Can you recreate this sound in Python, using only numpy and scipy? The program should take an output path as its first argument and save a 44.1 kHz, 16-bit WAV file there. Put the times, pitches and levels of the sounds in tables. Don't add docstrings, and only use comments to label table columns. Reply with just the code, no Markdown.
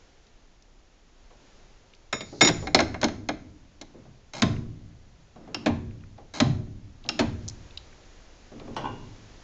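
import sys
import numpy as np
from scipy import signal
from scipy.fft import rfft, irfft, next_fast_len
from scipy.io import wavfile

SR = 44100
rng = np.random.default_rng(int(sys.argv[2]) if len(sys.argv) > 2 else 0)


def transcribe(signal):
    frames = np.atleast_2d(signal).T
    limited = np.clip(frames, -1, 1)
    pcm = np.round(limited * 32767).astype(np.int16)
    wavfile.write(sys.argv[1], SR, pcm)


N = 415863

# f/Hz, relative density/dB per Hz
HISS_SPECTRUM = [(12, -30), (20, 5.5), (22, -1.5), (150, -21.5), (381, -20), (432, -22), (542, -23),
                 (852, -26), (1180, -29.5), (1310, -29), (5360, -34), (6890, -34), (8220, -50.5),
                 (10700, -86.5), (18100, -120)]
# t/s, level/dB
HISS_LEVEL = [(0, -54.5), (.6, -58.5), (1.1, -57.5), (1.5, -52.5), (2.1, -57), (6.9, -57), (7.5, -50),
              (8.6, -51), (9.4, -48.5)]
RUMBLE_DB = -58.5
SHAKE_DB = {"forward": -40, "back": -41.5, "down": -39, "clank": -46}
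SHAKE_RISE_S, SHAKE_T60_S = .08, 2.3

# f/Hz, level/dB
CAB_DB = [(40, 4.5), (120, 1.5), (250, -7.5), (600, -8), (1500, -11), (4000, -12), (8000, -16)]
# f/Hz, t60/s
CAB_T60 = [(40, 1.8), (120, 1.5), (250, 1.1), (600, 0.55), (1500, 0.47), (4000, 0.37), (8000, 0.53)]
PANEL_BOOMS = {"forward": [(98, -29, 0.029, 0.4), (123.5, -28, .067, .44), (219, -20, 0.012, 0.14),
               (637, -36.5, .005, 0.38)], "back": [(93, -35, 0.082, 0.58), (230, -30, 0.012, 0.21),
               (286, -23, 0.0045, 0.22), (640, -25.5, 0.003, 0.14), (830, -35.5, .005, 0.3)],
               "down": [(76, -44, .09, .53), (304, -22.5, 0.0085, 0.22)]}
# t/s, boom level/dB
SEATINGS = [(2.422, 1.5), (2.752, -4)]

# start/s, length/s, level at end/dB
SLIDES = [(2.23, .17, -54), (2.52, .15, -55.5)]
# start/s, length/s, level at end/dB
SCUFFS = [(3.87, 0.16, -56), (8.515, 0.35, -41.5)]
GRIND_DB, PRESS_DB_PER_S, RUB_FADE_S = -43.5, 30.5, .025

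# t/s, level/dB, centre f/Hz
TICKS = [(1.936, -42, 3300), (1.949, -47, 5500), (2.207, -27, 4097), (4.564, -32.5, 2400),
         (5.909, -45.5, 2170), (6.037, -42.5, 2000), (7.04, -38.5, 3740), (7.062, -40, 3770),
         (7.48, -30, 6100), (7.485, -23.5, 6230), (7.497, -29.5, 6100), (7.708, -42, 3700),
         (7.774, -25, 4200), (7.926, -39, 2050), (8.597, -39, 3400)]
FAINT_PER_S, FAINT_DB, FAINT_HZ = .8, -49, (2000, 6000)

# t/s, level/dB, extra bass/dB
BUMPS = [(1.305, -25, -18), (2.325, -20.5, 6), (2.624, -12, -4), (3.942, -29.5, 9), (4.053, -27.5, -11.5),
         (5.359, -21, -6.5), (5.475, -20.5, -1), (6.179, -19.5, -11), (7.05, -19.5, -10), (8.517, -24, 5.5),
         (8.6, -17, -6), (8.675, -19, 3.5)]
# t/s, level/dB, extra bass/dB, extra treble/dB, extra ring/dB
CLANKS = [(8.764, -2.7, -4.5, -0.5, 2.5), (8.842, -15.5, -9, -10, 13.5), (8.854, -12, 5.5, -7, 9)]
# t/s, level/dB, extra bass/dB, extra treble/dB, extra ring/dB
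CLINKS = [(2.127, 1.5, -4, -4.5, -3), (2.207, -11.5, 4.5, -3.5, -2), (2.409, 6.5, -8, 1, -8),
          (2.413, 8, -5.5, -2.5, 6.5), (2.419, 5, 3.5, -2, -9), (2.448, 3.5, -2, 2.5, 0.5),
          (2.473, 4, -6, 1.5, .5), (2.486, 3, 7.5, -3, -15)]
# t/s, level/dB, extra bass/dB, extra treble/dB, extra ring/dB
KNOCKS = [(2.671, -5.5, -1, -8, 2.5), (2.7465, 11, 1, 3, .5), (2.79, 6.5, -6.5, -9, 0),
          (2.803, 5, 0, -3, -2.5), (2.943, -5.5, -7.5, -16, -2.5), (3.014, -8.5, -2, 4, -12),
          (3.03, 6.5, -0.5, -10.5, -13.5), (3.042, 1, 6.5, 3.5, -1), (3.083, -8, -2, -4, -10),
          (3.288, 1, 0.5, -6, -1), (3.813, -18, 3, 7.5, -2.5)]
# t/s, level/dB, extra bass/dB, extra treble/dB
PAWL_SNAPS = [(5.545, -1.5, 3.5, -2.5), (7.0895, 0.5, -1, 1.5)]
# t/s, direction, level/dB, extra treble/dB, boom level/dB, boom pitch factor, drag start/s
NOTCHES = [(4.4203, "forward", 6, 1, -1, 0.9, 4.335), (5.66, "back", 3.5, -7.5, 1.4, 0.9, 5.34),
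           (6.401, "forward", 6, .5, 1.5, 1.06, 6.338), (7.191, "back", 4, -2, 0.6, 0.986, 7.04)]

# f/Hz, relative density/dB per Hz
CLANK_COLOUR = [(35, -45), (60, -27), (118, -5), (190, -14), (243, -2), (602, -9), (1050, -10), (1320, -21),
                (2160, -24.5), (2820, -16), (3060, -25), (6830, -30), (8220, -39), (10700, -90),
                (18100, -120)]
# f/Hz, relative density/dB per Hz
BUMP_COLOUR = [(35, -40.5), (60, -7.5), (109, 2), (151, -2.5), (389, -0.5), (667, -5.5), (793, -14),
               (1170, -20), (1820, -30), (6000, -38), (7800, -59.5), (13200, -120)]
# f/Hz, relative density/dB per Hz
CLINK_COLOUR = [(35, -38), (60, -11.5), (219, -5), (293, -4.5), (1160, -12.5), (2110, -11), (3390, -23.5),
                (3760, -6), (4720, -20.5), (6970, -16), (8220, -50.5), (10700, -82.5), (18100, -120)]
# f/Hz, relative density/dB per Hz
KNOCK_COLOUR = [(35, -47), (60, -9), (145, -13.5), (287, 0.5), (407, -13.5), (640, -3), (1210, -16.5),
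                (1620, -9), (1760, -16), (2110, -15.5), (2600, -25.5), (3920, -11), (4620, -24.5),
                (6550, -13), (8220, -48), (10700, -72), (18100, -120)]
# f/Hz, relative density/dB per Hz
FINGER_COLOUR = [(88, -33.5), (150, -19), (701, -8), (842, 5), (1050, -29.5), (1490, -7), (1820, -24),
                 (2120, -15), (2460, -18.5), (5230, -15.5), (8220, -22), (10700, -70), (18100, -120)]
# f/Hz, relative density/dB per Hz
PAWL_COLOUR = [(88, -33), (150, -18), (308, 3.5), (485, -23), (613, -1.5), (1160, -12.5), (1510, -3.5),
               (1980, -16), (2810, -4), (3060, -16), (4890, -2), (5320, -6), (8220, -25.5), (10700, -66),
               (18100, -120)]
# f/Hz, relative density/dB per Hz
NOTCH_COLOUR = [(24, -41), (45, -13.5), (110, -5), (240, -6), (400, -11.5), (520, -19), (630, -4.5),
                (820, -16), (1030, -16.5), (2200, -15.5), (2650, -22.5), (4000, -12), (4800, -25.5),
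                (5500, -22.5), (7190, -27), (8220, -58)]

# f/Hz, relative level/dB, t60/s
FITTING_MODES = [(871, 5, 0.12), (967, 0, 0.12), (1020, 0, 0.15), (1090, -4.5, 0.21), (1489, -7.5, 0.17),
                 (2820, -15.5, .55), (3385, -21, 1)]
# f/Hz, relative level/dB, t60/s
DRUM_MODES = [(231, -1, 0.39), (300, -2, 0.3), (620, -3, .1), (726, -2, 0.1), (814, -5, .09),
              (1120, -7, .07), (2070, -12.5, .05)]
# f/Hz, relative level/dB, t60/s
FREE_HANDLE_MODES = [(624, -6, .18), (1066, -12, .15), (1290, -11, .15), (1712, -10, .14), (2163, 0, .12),
                     (2430, -8, .15), (3650, -9, .2), (3693, -3, .23), (3919, -14, .3), (5028, -10, .24),
                     (5480, -8, .34), (5588, -7, .25), (6881, -10, .2), (6917, -3.5, .4), (7714, -20, .08),
                     (8242, -24, .08)]
# f/Hz, relative level/dB, t60/s
SEATED_HANDLE_MODES = [(299.5, -6, 0.27), (628, -5, 0.15), (762, -3.5, .09), (1644, -6, 0.067),
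                       (2140, 3, 0.047), (2400, -10.5, 0.091), (3880, -1.5, 0.053), (4250, 2.5, 0.034),
                       (5200, -4.5, 0.022), (5290, -6, 0.048), (6400, -6.5, 0.023)]
# f/Hz, relative level/dB, t60/s
PAWL_MODES = [(2734, -3, 0.025), (2794, -5, 0.074), (5270, -2.5, 0.022), (5390, 2, .04)]
# f/Hz, relative level/dB, t60/s
CASE_MODES = [(164.6, -10.5, 0.25), (227.7, -2, 0.47), (293, -5.5, 0.46), (364, -16, 0.86),
              (479, -16.5, 0.36), (619.5, -1, 0.13), (716, -19, 0.088), (1052, -6.5, 0.17),
              (1310, -12, 0.11), (1720, -18, 0.091), (2180, -17.5, 0.06), (4010, -13, 0.092),
              (5770, -19, 0.086)]

SEATED_S = 2.487
FINGER_DB, FINGER_STEP_DB, FINGER_SPACING = -14, -.9, .18
EDGE_HZ = 8400
BANDS_HZ = np.geomspace(35, 9000, 25)


def amp(db):
    return 10 ** (np.asarray(db) / 20)


def evened(x):
    return x / np.sqrt(np.mean(x ** 2, axis=-1, keepdims=True) + 1e-20)


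def read(points, hz):
    f, value = np.transpose(points)
    return np.interp(np.log(hz + 1), np.log(f + 1), value)


def add(mix, s, sound):
    part = mix[max(round(s * SR), 0):][:len(sound)]
    part += sound[:len(part)]


def noise(spectrum, size):
    hz = np.fft.rfftfreq(size, 1 / SR)
    return evened(irfft(rfft(rng.standard_normal(size)) * amp(read(spectrum, hz)), size))


def banded(x):
    hz = np.fft.rfftfreq(len(x), 1 / SR)
    index = np.arange(len(BANDS_HZ))
    place = np.interp(hz, BANDS_HZ, index)
    share = np.maximum(1 - abs(place - index[:, None]), 0)
    share[-1, hz > BANDS_HZ[-1]] = 0
    return irfft(rfft(x) * np.sqrt(share), len(x))


def heavy_blows():
    seatings = [(s, "down", db, 1) for s, db in SEATINGS]
    return seatings + [(s, way, db, pitch) for s, way, _, _, db, pitch, _ in NOTCHES]


def hiss():
    level_db = np.interp(np.arange(N) / SR, *np.transpose(HISS_LEVEL))
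    return noise(HISS_SPECTRUM, size=next_fast_len(N))[:N] * amp(level_db)


def rumble():
    t = np.arange(N) / SR
    spectrum = [(5, -7.5), (28, 3.0), (50, -12), (200, -21.5), (500, -32.5), (2000, -58)]
    shake = (1 - np.exp(-t / SHAKE_RISE_S)) * amp(-60 * t / SHAKE_T60_S)
    power = np.full(N, amp(RUMBLE_DB) ** 2)
    for s, way, *_ in heavy_blows():
        add(power, s, (amp(SHAKE_DB[way]) * shake) ** 2)
    add(power, CLANKS[0][0], (amp(SHAKE_DB["clank"]) * shake) ** 2)
    return noise(spectrum, size=next_fast_len(N))[:N] * np.sqrt(power)


def cab(x, scatter_hz=70):
    t = np.arange(SR * 3 // 2) / SR
    decay = amp(-60 * t / read(CAB_T60, BANDS_HZ)[:, None]) * (1 - np.exp(-(t / 0.0053) ** 2))
    low = signal.sosfiltfilt(signal.butter(2, 900, fs=SR, output="sos"), x)
    treble = x - low
    turn = 2 * np.pi * scatter_hz * np.arange(N) / SR
    out = np.zeros(N)
    for feed in (low + treble * np.cos(turn), treble * np.sin(turn)):
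        bands = banded(rng.standard_normal(len(t)))
        weight = amp(read(CAB_DB, BANDS_HZ)) * bands.std(1)
        response = weight @ evened(bands * decay) / np.sqrt(len(t))
        out += signal.oaconvolve(feed, response)[:N]
    return out


def booms():
    out, t = np.zeros(N), np.arange(SR) / SR
    for s, way, blow_db, pitch in heavy_blows():
        for panel_hz, db, rise_s, t60_s in PANEL_BOOMS[way]:
            hz = panel_hz * pitch
            swell = (1 - np.exp(-t / rise_s)) ** 2 * amp(-60 * t / t60_s)
            cluster = [(hz / 2, -30), (hz / 0.97, -3), (hz, 0), (hz * 1.2, -4), (hz * 2, -35), (hz * 4, -90)]
            throb = evened(swell * noise(cluster, size=len(t)))
            rms_to_peak = np.sqrt(np.mean(swell ** 2)) / swell.max()
            add(out, s, amp(blow_db + db) * throb * rms_to_peak)
    return out


def rub(strokes, colour):
    out = np.zeros(N)
    for s, length_s, db in strokes:
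        t = np.arange(0, length_s + RUB_FADE_S, 1 / SR)
        fade = np.clip(np.minimum(t, t[-1] - t) / RUB_FADE_S, 0, 1)
        pressure = amp(db + PRESS_DB_PER_S * (t - length_s))
        add(out, s, noise(colour, size=SR)[:len(t)] * fade * pressure)
    return out


def slides():
    return rub(SLIDES, [(500, -14.0), (3000, -15.5), (4200, 1), (6500, -4.0), (8000, -19.5)])


def grind():
    drags = [(start, s - start, GRIND_DB) for s, *_, start in NOTCHES]
    return rub(SCUFFS + drags, [(30, -15.0), (120, 2.5), (300, 8), (480, -14), (750, -9.5),
                                (1300, -15.0), (3000, -29), (8000, -38.0)])


def ticks(level_db, t60_s):
    out, t = np.zeros(N), np.arange(2048) / SR
    faint = [(when * N / SR, FAINT_DB, np.interp(pitch, [0, 1], FAINT_HZ))
             for when, pitch, chance in rng.random((40, 3)) if chance < FAINT_PER_S * N / SR / 40]
    for s, db, hz in TICKS + faint:
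        spectrum = [(hz / 8, -50), (hz / 2, -22), (hz / 1.5, -5), (hz, 0),
                    (hz * 1.15, -4), (hz * 1.4, -17), (hz * 3, -34)]
        envelope = amp(db + level_db - 60 * t / t60_s) * (1 - np.exp(-t * hz / 2))
        add(out, s, envelope * noise(spectrum, size=len(t)))
    return out


def tilt(hz, bass_db, treble_db):
    return amp(read([(300, bass_db), (750, 0), (2400, 0), (4500, treble_db)], hz))


def crack(colour, bass_db, treble_db, t60_s, linger, patchy_db, patch_hz=260):
    t, hz = np.arange(8192) / SR, BANDS_HZ[:, None]
    bins_hz = np.fft.rfftfreq(len(t), 1 / SR)
    patches = np.interp(bins_hz / patch_hz, np.arange(128), rng.standard_normal(128))
    bands = banded(irfft(rfft(rng.standard_normal(len(t))) * amp(patchy_db * patches)))
    life_s = np.clip(t60_s, .005, .5) * np.maximum(2500 / hz, .6) ** linger
    build_up = 1 - np.exp(-t / (0.00012 + 1.7 / hz))
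    bands = evened(bands * np.exp(-np.log(1000) * t / life_s) * build_up)
    weight = amp(read(colour, BANDS_HZ)) * np.sqrt(BANDS_HZ)
    weight = weight / np.linalg.norm(weight[(BANDS_HZ > 600) & (BANDS_HZ < 3000)])
    return (weight * tilt(BANDS_HZ, bass_db, treble_db)) @ bands / np.sqrt(len(t))


def ring(modes, bass_db, treble_db):
    t = np.arange(SR * 3 // 5) / SR
    hz, db, t60_s = np.transpose(modes)[:, :, None]
    envelope = amp(db - 60 * t / t60_s) * (1 - np.exp(-t * hz / .7))
    swing = envelope * np.sin(2 * np.pi * (hz * t + rng.random(hz.shape)))
    return (swing * tilt(hz, bass_db, treble_db)).sum(0) / np.linalg.norm(swing)


def blows(rows, colour, modes, t60_s, crack_db, ring_db, linger, patchy_db=5.0, freedom=1):
    cracks, rings = np.zeros((2, N))
    for row in rows:
        s, db, bass_db, treble_db, modes_db = np.pad(row, (0, 5 - len(row)))
        add(cracks, s, amp(db + crack_db) * crack(colour, bass_db, treble_db, t60_s, linger, patchy_db))
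        add(rings, s, amp(db + ring_db + modes_db) * ring(modes, bass_db, treble_db))
    return cracks + rings * freedom


def bumps():
    return blows(BUMPS, BUMP_COLOUR, DRUM_MODES, t60_s=.08, crack_db=-4.0, ring_db=3.2, linger=1.0)


def clanks():
    return blows(CLANKS, CLANK_COLOUR, FITTING_MODES, t60_s=0.13, crack_db=-4, ring_db=-2.5, linger=0.53)


def clinks():
    freedom = amp(np.interp(np.arange(N) / SR, [SEATED_S, SEATED_S + .008], [0, -17]))
    return blows(CLINKS, CLINK_COLOUR, FREE_HANDLE_MODES, t60_s=0.058, crack_db=-2.5, ring_db=4.5,
                 linger=0.3, freedom=freedom)


def knocks():
    return blows(KNOCKS, KNOCK_COLOUR, SEATED_HANDLE_MODES, t60_s=0.047, crack_db=-3.0, ring_db=1.5,
                 linger=0.53, patchy_db=2.0)


def fingers(count=5):
    catches = [(start + k * FINGER_SPACING * (s - start), FINGER_DB + k * FINGER_STEP_DB)
               for s, way, *_, start in NOTCHES if way == "forward" for k in range(count)]
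    return blows(catches, FINGER_COLOUR, SEATED_HANDLE_MODES, t60_s=.085, crack_db=-1.0, ring_db=-.5,
                 linger=0.34)


def pawls():
    return blows(PAWL_SNAPS, PAWL_COLOUR, PAWL_MODES, t60_s=0.036, crack_db=-5.5, ring_db=-1,
                 linger=0.72, patchy_db=1.5)


def drops(direction):
    return [(s, db, 0, treble_db) for s, way, db, treble_db, *_ in NOTCHES if way == direction]


def notches():
    forward = blows(drops("forward"), NOTCH_COLOUR, CASE_MODES, t60_s=0.054, crack_db=-2.2, ring_db=2.0,
                    linger=0.51, patchy_db=0.3)
    back = blows(drops("back"), NOTCH_COLOUR, CASE_MODES, t60_s=0.1, crack_db=-2.5, ring_db=1.5,
                 linger=0.34, patchy_db=2.2)
    return forward + back


def scene():
    small = ticks(level_db=-2.5, t60_s=0.021) + slides() + grind()
    bump, clank = bumps(), clanks()
    clink, knock = clinks(), knocks()
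    mechanism = pawls() + fingers()
    notch = notches()
    direct = small + bump + clank + clink + knock + mechanism + notch
    echo = cab(amp(-7.0) * small + amp(-3.5) * bump + amp(5.5) * clank + amp(-4.0) * (clink + knock)
               + amp(-1.9) * mechanism + amp(-0.97) * notch)
    return (direct + echo + booms() + hiss() + rumble())[None]


def record(dry):
    squeezed = np.tanh(dry)
    hz = np.fft.rfftfreq(N, 1 / SR)
    dulled = irfft(rfft(squeezed) * amp(read([(7200, -0.5), (7800, -11), (8400, -7.5)], hz)), N)
    lowpass = signal.firwin(101, EDGE_HZ, window=("kaiser", 8), fs=SR)
    return signal.oaconvolve(dulled, lowpass[None], "same")


dry = scene()
out = record(dry)
transcribe(out)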